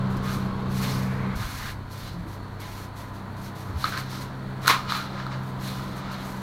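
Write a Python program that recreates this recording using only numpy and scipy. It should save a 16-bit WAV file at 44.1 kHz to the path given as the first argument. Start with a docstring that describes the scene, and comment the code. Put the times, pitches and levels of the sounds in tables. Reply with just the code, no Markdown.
"""The outdoor unit of an air conditioner hums and blows on a house wall, first heard close: its compressor and
fan give harmonic tones, its turbulent air a whoosh. From the start, the hand that carries the microphone rubs
and scrapes its case by friction. At 1.35 s the scene changes: the unit is now heard from across the yard, with
soft bumps, and from 2 s it slowly comes nearer again. From 3.8 s the hand also knocks the case sharply a few
times, hardest near 4.7 s."""
import sys
import numpy as np
from scipy import signal
from scipy.fft import rfft, irfft
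from scipy.io import wavfile

SR = 44100
rng = np.random.default_rng(int(sys.argv[2]) if len(sys.argv) > 2 else 0)


def master(y):
    """Save y as 16-bit WAV."""
    cut = np.clip(np.atleast_2d(y).T, -1, 1)
    pcm = np.round(cut * 32767)  # scale
    wavfile.write(sys.argv[1], SR, pcm.astype(np.int16))


N = 283111
T = np.arange(N) / SR
SHAFT_HZ, BLADE_HZ, MAINS_HZ = 48.33, 43.7, 50.0

# Compressor tones of cabinet and shell. Each row: multiple of the shaft rate, relative level in dB.
CABINET_DRONE = [(1, -23), (4, 0.5), (5, -28)]
SHELL_WHINE = [(6, -1), (7, -3), (9, -2.5), (10, -8.5), (12, -18), (16, -4.5), (19, -4.5), (20, -1),
               (21, 2.5), (30, -11), (39, -11.5), (64, -18.5), (80, -22), (90, -13)]
# Fan tones. Each row: multiple of the blade rate, relative level in dB.
BLADE_TONES = [(2, -14.5), (3, 1.5), (4, -21), (6, -16), (7, -29)]
# Level curves of the fan tones (set by the angle to the fan), the mains hum and the air's rumble.
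# Each row: time in seconds, relative level in dB.
BLADE_CURVE = [(0.06, -30), (0.6, -36.5), (0.85, -30), (1.3, -31), (1.39, -43), (2.92, -48), (4.27, -36.5),
               (5.11, -40), (5.39, -34), (6.31, -42), (6.36, -39)]
HUM_CURVE = [(0, -42.5), (3.8, -44), (4.5, -53), (6.42, -70)]
RUMBLE_CURVE = [(0, -35.5), (2.25, -39.5), (2.65, -44), (4.8, -45.5), (5.5, -43), (6.42, -46)]
# Noise spectra: air beside the unit, in the yard and before the grille; gusts; sliding skin.
# Each row: frequency in Hz, relative spectral density in dB.
NEAR_SPECTRUM = [(100, 5), (150, 9.5), (240, 5), (350, -0.5), (500, 0.5), (720, -5), (1000, 0),
                 (1400, -4.5), (2100, -15.5), (2800, -20), (4300, -18.5), (5200, -30.5), (9000, -38.5),
                 (16000, -44)]
YARD_SPECTRUM = [(100, 6.5), (170, 10), (260, 6.5), (350, 1.5), (500, 1), (750, 0.5), (1000, 2.5),
                 (1350, -0.5), (1900, -7), (2800, -18.5), (4300, -14), (5200, -29), (9000, -32),
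                 (16000, -35)]
GRILLE_SPECTRUM = [(500, -25), (1100, -6), (1300, -5), (1700, 1.5), (2300, 1), (2700, -12), (4000, -40)]
RUMBLE_SPECTRUM = [(10, -23), (25, 6.5), (60, 4.5), (90, 3), (130, -6.5), (250, -6), (600, -106)]
SKIN_SPECTRUM = [(300, -17), (1000, 0.5), (1500, 8.5), (2400, 6.5), (3100, 4), (4300, 9.5), (5000, 4),
                 (6200, 5), (6950, 1.5), (7500, -0.5), (9000, -1), (10700, -1), (11600, 2.5), (12600, 0),
                 (15000, -3), (15700, -9)]
# The listener's path. Each row: time in seconds, distance from the unit in metres.
PATH = [(0, 0.5), (.65, 0.65), (1.05, 0.54), (1.338, 0.66), (1.44, 5.7), (2.0, 5.7), (2.9, 4), (3.75, 2.4),
        (4.3, 2), (5.3, 1.37), (6.42, 1.14)]
# Strokes of the hand. Each row: start, rise, hold and release in seconds, relative level in dB.
HAND_STROKES = [(0.09, 0.022, 0.013, .03, -56.5), (0.164, .005, .005, .012, -49.5),
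                (0.205, 0.081, 0.077, 0.05, -45.5), (0.652, 0.2, .06, .11, -41),
                (1.347, 0.019, 0.34, 0.026, -46.5), (1.889, 0.037, .15, .06, -52),
                (2.254, 0.033, 0.066, 0.027, -57), (2.592, 0.018, 0.24, 0.025, -52),
                (2.939, 0.037, 0.044, 0.059, -53.5), (3.123, 0.025, .015, 0.034, -56),
                (3.36, .01, 0.059, .03, -56), (3.417, 0.032, 0.013, 0.033, -50.5),
                (3.54, 0.028, 0.07, 0.077, -54), (3.726, 0.13, 0.025, .09, -44.5),
                (3.968, 0.0099, 0.015, 0.027, -43), (4.08, .035, 0.11, 0.037, -50.5),
                (4.6, 0.05, 0.04, .02, -48.5), (4.669, 0.0065, 0.029, 0.032, -30.5),
                (4.873, .05, 0.023, 0.058, -42), (5.42, .02, .06, .02, -58),
                (5.576, 0.077, 0.041, 0.14, -45.5), (5.94, 0.033, 0.0084, .025, -52),
                (6.108, 0.014, .015, 0.032, -53), (6.16, .1, 0.021, 0.16, -50)]
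# Harder scrapes. Each row: peak time in seconds, level in dB, rise and fall in seconds,
# frequency in Hz at which the slips gather.
HAND_SCRAPES = [(0.292, -35.5, 0.06, 0.075, 1410), (0.851, -35, 0.026, 0.022, 2700),
                (.9, -36.5, 0.041, 0.073, 5550), (1.431, -36.5, 0.058, 0.095, 1487),
                (1.691, -35.5, 0.12, 0.029, 1720), (2.08, -43, 0.086, 0.057, 4300),
                (2.625, -44.5, 0.025, 0.13, 2380), (3.83, -40.5, 0.043, 0.13, 4170),
                (3.853, -30.5, 0.008, 0.031, 1620), (3.933, -32, 0.0082, 0.038, 1590),
                (3.981, -33, 0.03, 0.038, 1700), (4.149, -41, 0.066, 0.081, 5600),
                (4.7, -18, 0.014, 0.033, 2170), (4.704, -19, 0.026, 0.051, 1140),
                (4.897, -30, 0.012, 0.088, 3910), (4.955, -29.5, 0.056, 0.065, 1370),
                (5.204, -37.5, 0.077, 0.071, 1420), (5.322, -35.5, 0.014, 0.045, 1440),
                (5.68, -41, 0.048, 0.15, 3860), (6.151, -40.5, 0.27, 0.08, 1340),
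                (6.239, -46.5, 0.21, 0.018, 3500)]
# Modes of the microphone's case. Each row: frequency in Hz, bandwidth in Hz, relative level in dB.
CASE_MODES = [(383, 51, -12), (1070, 70, 4), (1244, 71, 5.5), (1378, 7.8, 9), (1550, 550, -1.5),
              (2130, 310, -5.5), (2390, 22, -4), (2920, 420, -7), (3320, 74, -5), (3580, 150, -2.5),
              (3940, 190, -1.5), (4275, 77, -0.5), (5140, 1600, -21.5)]
# Knocks on the case. Each row: start in seconds, level in dB, pitch in Hz, time in seconds to
# decay by 60 dB, click and crack levels in dB relative to the ring.
CASE_KNOCKS = [(3.8418, -11, 1267, 0.049, 3.5, -12), (3.8444, -21, 1210, 0.034, 13, -22),
               (3.878, -22.5, 1250, .03, 5, -22), (3.9238, -19, 1500, 0.014, -10, -19),
               (3.9756, -15, 1610, 0.0092, 2, -11), (4.648, -21, 1300, 0.026, -20, -20),
               (4.661, -12.5, 1350, 0.012, 0, -10), (4.679, 2.5, 1420, 0.01, -0.5, -3),
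               (4.697, -6, 1097, 0.036, -10, -25), (4.706, -14.5, 395, 0.017, 1, -22),
               (4.712, -7, 1240, 0.017, -5, -10), (4.9215, -5, 1240, 0.011, -7, -30),
               (5.2, -24, 1680, 0.015, -6, -16), (5.266, -19, 1310, 0.017, -4, -13),
               (6.142, -28, 1400, 0.0078, 8, -16)]
# Dull bumps. Each row: peak time in seconds, level in dB, pitch in Hz, half length in seconds.
DULL_BUMPS = [(1.367, -25, 60, 0.0089), (1.413, -25, 108, 0.018), (1.455, -25, 50, .012),
              (2.19, -33, 173.4, 0.054), (2.26, -43, 323, 0.037), (3.705, -25, 93, 0.006),
              (3.767, -23.5, 77, 0.021)]


def machine(throb_hz=4.1):
    """Periodic forces radiate harmonics: compressor, fan blades, motor iron at twice the mains rate."""
    throb = 1 + 0.17 * np.sin(2 * np.pi * throb_hz * T)
    drone = amp(-37.5) * throb * tones(SHAFT_HZ, CABINET_DRONE, wander=0.0022, flutter=0.15)
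    drone *= spreading(falloff=1)
    whine = amp(-58.5) * tones(SHAFT_HZ, SHELL_WHINE, wander=0.00054, flutter=0.53)  # fills the yard
    blades = amp(-1) * level(BLADE_CURVE) * tones(BLADE_HZ, BLADE_TONES, wander=0.0014, flutter=0.093)
    hum = amp(2.4) * level(HUM_CURVE) * tones(MAINS_HZ, [(2, 0)], wander=0, flutter=0.039)
    return drone + whine + blades + hum


def airflow(yard_from_s=1.353):
    """Turbulence radiates broadband noise, lightly modulated by the blades, above a gusty rumble."""
    close = T < yard_from_s
    near = amp(-36) * reflections(coloured(rng.standard_normal(N), [(10, -30)] + NEAR_SPECTRUM))
    yard = amp(-37.5) * reflections(coloured(rng.standard_normal(N), [(12, -34)] + YARD_SPECTRUM))
    chop = 1 + 0.024 * np.sin(2 * np.pi * BLADE_HZ * T)
    whoosh = np.where(close, near, yard) * chop * amp(0.5 * drift(29))
    whoosh *= spreading(falloff=0.35)  # the walls hold the level up
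    facing = close * np.interp(T, [0.65, 1.15], [0, 1])  # the fan beams its upper roar forward
    roar = amp(-44.5) * facing * coloured(rng.standard_normal(N), GRILLE_SPECTRUM)
    rumble = amp(-2) * level(RUMBLE_CURVE) * coloured(rng.standard_normal(N), RUMBLE_SPECTRUM)
    return whoosh + roar + rumble


def sliding(hiss_floor_db=-68):
    """Sliding friction of skin on the case gives a bright, wavering hiss during each stroke."""
    floor = amp(hiss_floor_db)  # a faint steady hiss between the hand's strokes
    power = floor ** 2 + sum(stroke(*row) ** 2 for row in HAND_STROKES)
    envelope = np.sqrt(power) * amp(1.3 * drift(27))
    grain = slips(per_s=3900, spread_db=4.5, smooth=1.1)
    hiss = reflections(grain, delays_s=(0.001, 0.008), echo_db=-19)  # inside the case
    return amp(3.5) * envelope * coloured(hiss, SKIN_SPECTRUM)


def stroke(start, rise, hold, release, db):
    """Friction noise follows contact pressure: the hand presses on smoothly, holds, and lets go."""
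    t = np.maximum(T - start, 0)
    press = np.sin(np.pi / 2 * np.minimum(t / rise, 1)) ** 2
    return amp(db) * press * np.exp(-np.maximum(t - rise - hold, 0) / release)


def scraping(focus_q=2.8, broadband=0.77, dull_hz=6500):
    """Under more pressure, stick-slip friction gathers round one rate and excites the case's modes."""
    t, f = T[:SR], np.fft.rfftfreq(SR, 1 / SR) + 1
    modes = sum(amp(db) * width * np.exp(-np.pi * width * t) * np.cos(2 * np.pi * hz * t)
                for hz, width, db in CASE_MODES)
    response = rfft(modes) / (1 + (f / dull_hz) ** 4)  # soft skin cannot drive the top octave
    out = np.zeros(N + 2 * SR)
    for peak_s, db, rise, fall, hz in HAND_SCRAPES:
        focus = broadband + 1 / (1 + 1j * focus_q * (f / hz - hz / f))
        friction = slips(per_s=3300, spread_db=4, smooth=1.16, size=SR)
        grain = unit(irfft(rfft(friction) * focus * response, SR))
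        force = amp(db) * np.exp(-np.maximum((0.5 - t) / rise, (t - 0.5) / fall))  # peaks mid-second
        out[round(peak_s * SR):][:SR] += force * grain
    return out[SR // 2:][:N]


def slips(per_s, spread_db, smooth, size=N):
    """Stick-slip friction: tiny impulses of uneven size over a smooth hiss."""
    jerks = amp(spread_db * np.minimum(rng.exponential(1, size), 3)) * rng.choice([-1, 1], size)
    slipping = rng.random(size) < per_s / SR
    return unit(unit(jerks * slipping) + smooth * rng.standard_normal(size))


def knocking(click_hz=4150, click_t60=0.005, crack_t60=0.0062, attack_s=0.00057, wall_t60=0.46):
    """Impact excites a damped ring, a high click and a crack; the walls reverberate faintly."""
    out, t = np.zeros(N + SR), T[:SR // 8]
    onset = 1 - np.exp(-(t / attack_s) ** 2)
    for start, db, hz, t60, click_db, crack_db in CASE_KNOCKS:
        ring = amp(-60 * t / t60) * np.sin(2 * np.pi * hz * t)
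        click = amp(click_db - 60 * t / click_t60) * np.sin(2 * np.pi * click_hz * t)
        noise = signal.lfilter([0.6], [1, -0.5], rng.standard_normal(len(t)))
        crack = amp(crack_db - 60 * t / crack_t60) * noise
        out[round(start * SR):][:len(t)] += amp(db) * (ring + click + crack) * onset
    t = T[:SR // 2]
    tail = rng.standard_normal(len(t)) * amp(-60 * t / wall_t60) * (t > 0.004)
    return out[:N] + amp(-10.5) * signal.fftconvolve(out, tail / np.linalg.norm(tail))[:N]


def bumping():
    """A low tone under a short Gaussian envelope is heard as a soft bump."""
    return sum(amp(db) * np.exp(-((T - s) / length) ** 2)
               * np.sin(2 * np.pi * (hz * (T - s) + rng.random()))
               for s, db, hz, length in DULL_BUMPS)


def reflections(x, delays_s=(0.001834, 0.03), echo_db=-20, count=8):
    """Comb filtering: echoes, by default off nearby walls, interfere and ripple the spectrum."""
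    echoes = sum(np.roll(x, int(delay * SR)) for delay in rng.uniform(*delays_s, count))
    return unit(x + amp(echo_db) * echoes)


def spreading(falloff):
    """Sound pressure falls as a power of distance: falloff is 1 in open air, the gain 1 at one metre."""
    times, metres = np.transpose(PATH)
    return np.interp(T, times, metres ** -falloff)


def tones(hz, harmonics, wander, flutter):
    """Harmonics share one wandering rate; moving air modulates the amplitude of each."""
    turns = np.cumsum(hz * (1 + wander * drift(1.81))) / SR
    return sum(amp(db) * (1 + flutter * drift(7.2))
               * np.sqrt(2) * np.sin(2 * np.pi * (k * turns + rng.random()))
               for k, db in harmonics)


def coloured(x, spectrum):
    """Filtering imposes a spectrum on x, at rms 1."""
    hz, db = np.transpose(spectrum)
    f = np.fft.rfftfreq(N, 1 / SR)
    gain = amp(np.interp(np.log(f + 1), np.log(hz), db))
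    return unit(irfft(rfft(x) * gain, N))


def drift(hz):
    """Low-pass noise: a random fluctuation of rms 1, up to about hz."""
    f = np.fft.rfftfreq(N, 1 / SR)
    return unit(irfft(rfft(rng.standard_normal(N)) * np.exp(-(f / hz) ** 2), N))


def level(curve):
    """Interpolates a dB curve into a gain for every sample."""
    return amp(np.interp(T, *np.transpose(curve)))


def amp(db):
    """Decibels to amplitude ratio."""
    return 10 ** (np.asarray(db) / 20)


def unit(x):
    """Normalises to rms 1."""
    return x / np.sqrt(np.mean(x ** 2) + 1e-20)


def scene():
    """Superposition: the unit and the handling noises add, in mono."""
    return (machine() + airflow() + sliding() + scraping() + knocking() + bumping())[None]


def record(dry):
    """Clipping at full scale, then a low-pass band limit."""
    low_pass = signal.firwin(511, 15900, window=("kaiser", 9), fs=SR)
    return signal.oaconvolve(np.clip(dry, -1, 1), low_pass[None], "same")


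dry = scene()
out = record(dry)
master(out)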